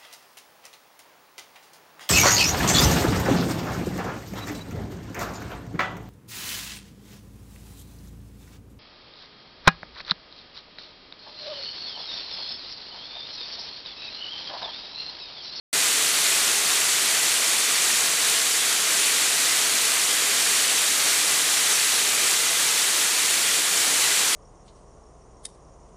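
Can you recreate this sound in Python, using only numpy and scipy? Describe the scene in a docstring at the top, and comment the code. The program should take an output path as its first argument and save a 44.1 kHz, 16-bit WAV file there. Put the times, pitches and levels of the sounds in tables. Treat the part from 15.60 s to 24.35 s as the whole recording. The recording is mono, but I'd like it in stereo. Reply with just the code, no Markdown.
"""A steady, bright hiss: a nozzle sprays a flat fan of water onto a wet panel in a workshop.
Countless tiny drops merge into the hiss; larger ones tick along the line of impact, and bubbles
ping in the froth. The spray surges a little and the panel rings faintly under it.
A faint machine hum comes up about halfway."""
import sys
import numpy as np
from scipy import signal
from scipy.fft import rfft, irfft
from scipy.io import wavfile

SR = 44100
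rng = np.random.default_rng(int(sys.argv[2]) if len(sys.argv) > 2 else 0)


def wav_out(sig):
    """Save sig, one row per channel (or a flat mono array), as 16-bit PCM at SR to the path in sys.argv[1]."""
    wavfile.write(sys.argv[1], SR, np.round(np.clip(np.atleast_2d(sig).T, -1, 1) * 32767).astype(np.int16))


N = 385875  # 8.75 s


def mist(patch_db=0.53, flicker_db=0.15, patch_frames=14, patch_bins=6, flicker_frames=7):
    """Fine drops: two independent hisses that flutter as the sheet of water tears into clumps."""
    spectra = signal.stft(rng.standard_normal((2, N)), nperseg=256)[2]
    _, bins, frames = spectra.shape
    patches = smooth_field((frames, bins), patch_frames, patch_bins).T
    flicker = smooth_field((frames, 1), flicker_frames, 1).T
    flutter = gain_of(patch_db * patches + flicker_db * flicker)
    return unit_rms(signal.istft(spectra * flutter)[1][:, :N])


def drops(per_s=4500, spread_db=2.8):
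    """Larger drops land along the fan as sharp ticks, mostly small, a few heavy."""
    size = gain_of(spread_db * np.minimum(rng.exponential(1, N), 3.5))
    lands = rng.random(N) < per_s / SR
    place = rng.uniform(0, 2 * np.pi, N)
    return unit_rms(size * lands * np.array([np.cos(place), np.sin(place)]))


def bubbles(per_s=700, low_hz=1100, high_hz=10000, decay_cycles=11, spread_db=1.5, rise=0.0407, pitches=40):
    """Tiny bubbles in the froth ring briefly, rising in pitch as they surface."""
    froth = np.zeros((2, N))
    for hz in np.geomspace(low_hz, high_hz, pitches):
        age = np.arange(1024) / SR * hz / decay_cycles  # in decay times
        ping = np.exp(-age) * np.sin(2 * np.pi * decay_cycles * age * (1 + rise * age))
        size = gain_of(spread_db * np.minimum(rng.exponential(1, N), 5))
        births = size * (rng.random(N) < per_s / pitches / SR)
        pings = hz * signal.oaconvolve(births, ping)[:N]
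        place = rng.uniform(0, 2 * np.pi)
        froth += np.outer([np.cos(place), np.sin(place)], pings)
    return unit_rms(froth)


# Drift of the spray's hiss: (time [s], level [dB])
HISS_DRIFT = [(0.15, -0.4), (0.8, 0), (1.05, -0.5), (1.55, -0.3), (1.75, -0.7), (2.35, -0.4), (3.25, -1),
              (3.55, 0.4), (3.75, -0.6), (3.95, -0.2), (4.7, -0.6), (4.9, 0.3), (5.15, -0.16), (6.35, 0),
              (6.55, -0.5), (8.25, -0.26), (8.45, 0.5), (8.75, -0.4)]
# Drift of the splash's low body, before body_depth: (time [s], level [dB])
BODY_DRIFT = [(0.15, 0.3), (2.85, -0.5), (4.95, 0.5), (5.15, -0.5), (5.55, 1), (6.3, -0.9), (6.5, 1.5),
              (6.7, -0.6), (8.1, -0.2), (8.35, 2), (8.55, -0.7), (8.75, 1.7)]


def surge(water, split_hz=1400, sputter_rms_db=0.3, body_depth=0.9, body_share=0.54, body_waver_db=0.22):
    """Hiss and low body drift separately; the jet's random sputter shakes both."""
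    t, hz = np.arange(N) / SR, np.fft.rfftfreq(N, 1 / SR)
    body = irfft(rfft(water) / (1 + (hz / split_hz) ** 4), N)
    hiss = water - body
    sputter_db = sputter_rms_db * waver(t)
    hiss_db = about_mean(HISS_DRIFT, t) + sputter_db
    body_db = body_depth * about_mean(BODY_DRIFT, t) + body_share * sputter_db + body_waver_db * waver(t)
    return body * gain_of(body_db) + hiss * gain_of(hiss_db)


def waver(t, slow_hz=1.698, fast_hz=6.0, count=30):
    """Irregular motion at the jet's sputter rates, rms 1."""
    place, phase = rng.random((count, 2)).T
    rates_hz = slow_hz * (fast_hz / slow_hz) ** place
    coarse_t = t[::128]
    sines = np.sin(2 * np.pi * (np.outer(coarse_t, rates_hz) + phase))
    return unit_rms(np.interp(t, coarse_t, sines.sum(1)))


# Spectrum of drops bursting on the wet panel: (frequency [Hz], relative level [dB])
SPLASH_SPECTRUM = [(30, -27), (100, -26), (145, -15), (300, -15.5), (430, -9.5), (560, -10), (1050, -7.5),
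                   (1150, -7), (2000, -3), (4600, -1.6), (4900, -4), (7500, -0.5), (9800, -3.5),
                   (15000, -17.5)]
# Panel resonances: (frequency [Hz], width [Hz], lift [dB])
PANEL_MODES = [(81, 14, 6.0), (154, 12, 2.0), (239, 15, 3.2), (291, 31, 7.1), (340, 32, 4.6),
               (409, 27, 4.4), (454, 12, 6.4), (526, 8, 2.1), (670, 15, 6.1), (755, 40, 2.0), (869, 8, 4.6),
               (1015, 9, 4.2), (1095, 8, 5.8), (1150, 16, 4.5), (1205, 49, 2.6), (1286, 36, 2.6),
               (1393, 53, 2.3), (1590, 38, 2.7), (1642, 8, 3.0), (1797, 14, 2.3), (1950, 64, 1.4),
               (2016, 51, 2.3), (2274, 16, 1.8), (2418, 40, 2.3), (2480, 11, 1.9)]


def panel(hz):
    """Gain of the wet panel: a broad splash spectrum lifted at each resonance."""
    rings_db = sum(lift_db / (1 + (2 * (hz - mode_hz) / width_hz) ** 2)
                   for mode_hz, width_hz, lift_db in PANEL_MODES)
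    return gain_of(at_hz(SPLASH_SPECTRUM, hz) + rings_db)


def walls(hz_bins=N, echo_db=-21, first_s=0.005, last_s=0.04, count=30):
    """Early echoes from floor and walls put a fine ripple on the spectrum."""
    taps = np.zeros(hz_bins)
    signs = rng.choice([-1, 1], count)
    delays = (rng.uniform(first_s, last_s, count) * SR).astype(int)
    taps[delays] = signs
    return 1 + gain_of(echo_db) * rfft(taps) / np.sqrt(count)


# Left-right likeness: (frequency [Hz], coherence [0-1])
COHERENCE = [(60, .87), (350, 0.94), (1200, 0.83), (4400, 0.84), (5000, 0.67), (7200, 0.75), (8400, 0.5),
             (9600, 0.1), (15000, 0.2)]
# Left minus right: (frequency [Hz], level [dB])
BALANCE = [(60, -2), (300, -6), (500, -5), (1100, -1.2), (3500, 0), (5200, 0.4), (8000, 0.3), (10200, -2),
           (15000, -1)]
# Left ahead of right: (frequency [Hz], phase [rad])
PHASE_LEAD = [(100, 0), (750, 0.27), (1900, 0.2), (4600, 0.16), (7500, -0.33), (9300, -.9), (11500, -0.27)]


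def stereo_ports(spectra, hz):
    """Two microphone ports share the lows and hear the treble apart."""
    coherence = np.clip(at_hz(COHERENCE, hz), 0, 1)
    shared = np.sqrt(1 + coherence) * spectra[0]
    apart = np.sqrt(1 - coherence) * spectra[1]
    lead_rad = at_hz(PHASE_LEAD, hz)
    lean = gain_of(at_hz(BALANCE, hz) / 2) * np.exp(0.5j * lead_rad)
    sum_gain = np.sqrt(abs(lean) ** 2 + abs(lean) ** -2 + 2 * coherence * np.cos(lead_rad))
    return np.array([(shared + apart) * lean, (shared - apart) / lean]) / sum_gain


# Machine hum, right channel: (time [s], level [dB])
HUM_LEVEL = [(0, -75.5), (4.8, -72), (5.3, -60.5), (8.7, -60)]


def machine_hum(hz=76.4, octave_db=4, waver_hz=0.3, left_db=-4):
    """A machine hums a low, slightly wavering tone and its octave, a little to the right."""
    t = np.arange(N) / SR
    drift = np.interp(t, np.linspace(0, t[-1], 30), rng.standard_normal(30))
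    phase = 2 * np.pi * np.cumsum(hz + waver_hz * drift) / SR
    tone = unit_rms(np.sin(phase) + gain_of(octave_db) * np.sin(2 * phase))
    level_db = np.interp(t, *np.transpose(HUM_LEVEL))
    return gain_of([[left_db], [0]]) * tone * gain_of(level_db)


def gain_of(db):
    """Decibels to amplitude."""
    return 10 ** (np.asarray(db) / 20)


def unit_rms(x):
    """Scales to rms 1."""
    return x / np.sqrt(np.mean(x ** 2) + 1e-20)


def at_hz(table, hz):
    """Interpolates a table over log frequency."""
    table_hz, value = np.transpose(table)
    return np.interp(np.log(hz + 1), np.log(table_hz + 1), value)


def about_mean(table, t):
    """A level table at times t, in dB about its mean."""
    time_s, db = np.transpose(table)
    return np.interp(t, time_s, db - db.mean())


def smooth_field(shape, frames, bins):
    """Random field of rms 1, smoothed over frames and bins."""
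    along, across = np.fft.fftfreq(shape[0])[:, None], np.fft.fftfreq(shape[1])
    low_pass = np.exp(-(along * frames) ** 2 - (across * bins) ** 2)
    noise = np.fft.fft2(rng.standard_normal(shape))
    return unit_rms(np.fft.ifft2(noise * low_pass).real)


def scene(spray_db=-21, drops_db=-8.5, bubbles_db=-12):
    """Mist, drops and froth sound through the panel and the room, over a faint hum."""
    hz = np.fft.rfftfreq(N, 1 / SR)
    water = surge(mist() + gain_of(drops_db) * drops() + gain_of(bubbles_db) * bubbles())
    spectra = rfft(water) * panel(hz) * walls()
    spray = irfft(stereo_ports(spectra, hz), N)
    return gain_of(spray_db) * spray / spray.mean(0).std() + machine_hum()


def record(dry, low_cut_hz=27, high_cut_hz=15450, start_s=0.129, fade_s=0.001):
    """The microphone loses the deepest bass and top treble; the sound cuts in abruptly."""
    high_pass = signal.butter(2, low_cut_hz, "high", fs=SR, output="sos")
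    low_pass = signal.firwin(511, high_cut_hz, window=("kaiser", 9), fs=SR)
    gate = np.clip((np.arange(N) / SR - start_s) / fade_s, 0, 1)
    heard = signal.sosfilt(high_pass, dry) * gate
    return signal.oaconvolve(heard, low_pass[None], "same")


dry = scene()
out = record(dry)
wav_out(out)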